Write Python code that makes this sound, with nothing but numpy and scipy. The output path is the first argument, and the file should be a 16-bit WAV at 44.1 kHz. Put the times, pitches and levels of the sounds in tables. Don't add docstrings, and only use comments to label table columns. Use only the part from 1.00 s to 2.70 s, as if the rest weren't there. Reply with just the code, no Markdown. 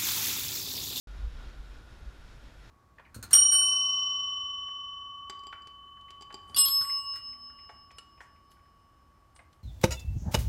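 import sys
import numpy as np
from scipy import signal
from scipy.fft import rfft, irfft, next_fast_len
from scipy.io import wavfile
from scipy.ndimage import uniform_filter1d, map_coordinates

SR = 44100
rng = np.random.default_rng(int(sys.argv[2]) if len(sys.argv) > 2 else 0)


def pcm_store(signal):
    levels = np.round(np.clip(np.atleast_2d(signal), -1, 1) * 32767)
    wavfile.write(sys.argv[1], SR, levels.astype(np.int16).T)


N = 74970


def amp(db):
    return 10 ** (np.asarray(db) / 20)


def unit(x):
    return x / np.sqrt(np.mean(x ** 2) + 1e-20)


def along(points, hz):
    f, v = np.transpose(points)
    return np.interp(np.log(hz + 1), np.log(f + 1), v)


def curve(rows):
    return np.interp(np.arange(N) / SR, *np.transpose(rows))


def wobble(rate):
    return map_coordinates(rng.standard_normal(256), [np.arange(N) * rate / SR], mode="wrap")


def filtered(x, response):
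    m = next_fast_len(N + SR // 2)
    return irfft(rfft(x, m) * response(np.fft.rfftfreq(m, 1 / SR)), m)[..., :N]


def rush(spectrum, patchy_db):
    z = signal.stft(rng.standard_normal(N), nperseg=512)[2]
    patches = uniform_filter1d(rng.standard_normal(z.shape), size=6, axis=0)
    patches = uniform_filter1d(patches, size=16, axis=1)
    noise = signal.istft(z * amp(patchy_db * unit(patches)), nperseg=512)[1][:N]
    return unit(filtered(noise, lambda hz: amp(along(spectrum, hz))))


def swells(rows):
    t = np.arange(N) / SR
    return sum(amp(db) ** 2 * np.exp2(-(2 * (t - s) / length) ** 2) for s, db, length in rows)


# (time [s], level [dB])
WASH_LEVEL = [(.08, -59.5), (.25, -58.5), (.42, -59), (.54, -58.5), (.63, -59), (.85, -59), (1.09, -59.5),
              (1.15, -60), (1.48, -62), (1.68, -60.5)]
# (frequency [Hz], relative level [dB])
WASH_SPECTRUM = [(150, 3.5), (400, -3), (800, -0.5), (1200, 0), (1700, 1), (2100, -3.5), (2900, -5.5),
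                 (4100, -7), (5400, -11), (6200, -14.5), (7000, -16.5), (8500, -25.5), (15000, -48)]
# (time [s], level [dB], length [s])
TUMBLE_SURGES = [(.21, -58.5, 0.063), (.42, -57.5, 0.072), (.68, -66, 0.43)]
# (frequency [Hz], relative level [dB])
TUMBLE_SPECTRUM = [(100, 3.5), (250, 4), (500, -2), (900, 0), (1500, -5), (2000, -27), (3500, -9),
                   (8000, -32)]

def near_wave():
    ripple_db = 1.82 * wobble(14.26)
    wash = amp(curve(WASH_LEVEL) + ripple_db) * rush(WASH_SPECTRUM, patchy_db=0.4)
    tumble = np.sqrt(swells(TUMBLE_SURGES)) * rush(TUMBLE_SPECTRUM, patchy_db=0.8)
    return wash + tumble


# (frequency [Hz], relative level [dB])
ROAR_SPECTRUM = [(20, -7), (70, 4.5), (135, -0.5), (200, -7.5), (320, -9.5), (600, -14), (1200, -27),
                 (3000, -42.5)]

def far_breakers(level_db=-57, ebb_db_per_s=0.55):
    t = np.arange(N) / SR
    sway_db = -0.1 * wobble(9.5)
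    roar_db = level_db - ebb_db_per_s * (t - t.mean()) + sway_db
    return amp(roar_db) * rush(ROAR_SPECTRUM, patchy_db=0.8)


# (time [s], relative level [dB])
BREEZE_LEVEL = [(.08, -45), (.31, -50), (.52, -46.5), (.75, -49), (.87, -52), (1.7, -54)]
# (time [s], relative level [dB], length [s])
WIND_PUFFS = [(.11, -39.5, 0.026), (.162, -39, 0.041), (.207, -32, 0.014), (.245, -29.5, 0.034),
              (.276, -32, 0.026), (.354, -37, 0.043), (.398, -39.5, 0.03), (.473, -38, 0.032),
              (.6, -36.5, 0.024), (.655, -41.5, 0.014), (.715, -42.5, 0.036), (.778, -39.5, 0.018),
              (.922, -44, .028), (1.032, -40, 0.015), (1.08, -34, 0.019), (1.195, -40.5, 0.011),
              (1.25, -43.5, 0.015), (1.34, -49, 0.095), (1.463, -45.5, .03), (1.595, -47.5, 0.056)]
# (frequency [Hz], relative level [dB])
RUMBLE_SPECTRUM = [(5, -40), (16, -5.5), (26, -15), (38, -6), (50, 4.5), (62, -10), (80, -27.5),
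                   (130, -33.5), (300, -65), (1000, -100)]

def wind_buffet(gain_db=-2, eddy_s=0.036):
    shake = rush(RUMBLE_SPECTRUM, patchy_db=-1.0)
    power = uniform_filter1d(np.abs(signal.hilbert(shake)) ** 2, int(eddy_s * SR))
    even_shake = unit(shake / np.sqrt(np.abs(power) + 1e-6))
    push = np.sqrt(amp(curve(BREEZE_LEVEL)) ** 2 + swells(WIND_PUFFS))
    return amp(gain_db) * push * even_shake


# (time [s], level [dB])
WHISTLE_LEVEL = [(.08, -66.5), (.35, -78), (.4, -62), (.47, -71.5), (.54, -67.5), (.64, -69), (1.1, -71.5),
                 (1.35, -73.5), (1.7, -74)]
# (frequency [Hz], waver [Hz], relative level [dB])
WHISTLE_TONES = [(1368, 14, -3.5), (1456, 16, 0)]

def wind_whistle(sway_hz=4.01, flutter_db=1.5):
    drift_hz = sway_hz * wobble(5)
    tones = 0
    for centre_hz, waver_hz, db in WHISTLE_TONES:
        pitch_hz = centre_hz + drift_hz + waver_hz * wobble(110)
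        phase = 2 * np.pi * np.cumsum(pitch_hz) / SR
        tones += amp(db + flutter_db * wobble(70)) * np.sin(phase)
    return amp(curve(WHISTLE_LEVEL)) * unit(tones)


# (time [s], level [dB])
INSECT_CHIRPS = [(.122, -85), (.29, -86), (.43, -86), (.575, -86), (.72, -86.5), (.847, -87), (.993, -87)]

def insect(centre_hz=11280, waver_hz=25, chirp_s=0.022):
    pitch_hz = centre_hz + waver_hz * wobble(60)
    tone = unit(np.sin(2 * np.pi * np.cumsum(pitch_hz) / SR))
    return tone * np.sqrt(swells([(s, db, chirp_s) for s, db in INSECT_CHIRPS]))


# (frequency [Hz], relative level [dB])
HISS_SPECTRUM = [(500, 17), (6000, 7), (9000, 5.5), (11000, 3), (12500, 0), (15000, -20)]

def microphone_hiss(level_db=-71.5):
    return amp(level_db) * rush(HISS_SPECTRUM, patchy_db=0.8)


def scene():
    surf = near_wave() + far_breakers()
    return (surf + wind_buffet() + insect() + microphone_hiss() + wind_whistle())[None]


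# (frequency [Hz], width [Hz], lift [dB])
HOUSING_RESONANCES = [(1386, 39, 2), (1420, 200, 2), (2416, 360, 1.5), (3274, 130, 4), (3470, 180, 2),
                      (3770, 186, 4), (5330, 360, 3), (6830, 370, 2), (10080, 170, 5.5)]

def housing(hz):
    return amp(sum(db * np.exp2(-(2 * (hz - centre) / width) ** 2)
                   for centre, width, db in HOUSING_RESONANCES))


def record(dry):
    start_s, fade_s, top_hz = 0.0716, 0.001, 15100
    opening = np.clip((np.arange(N) / SR - start_s) / fade_s, 0, 1)
    live = filtered(dry, housing) * opening
    return filtered(live, lambda hz: hz < top_hz)


dry = scene()
out = record(dry)
pcm_store(out)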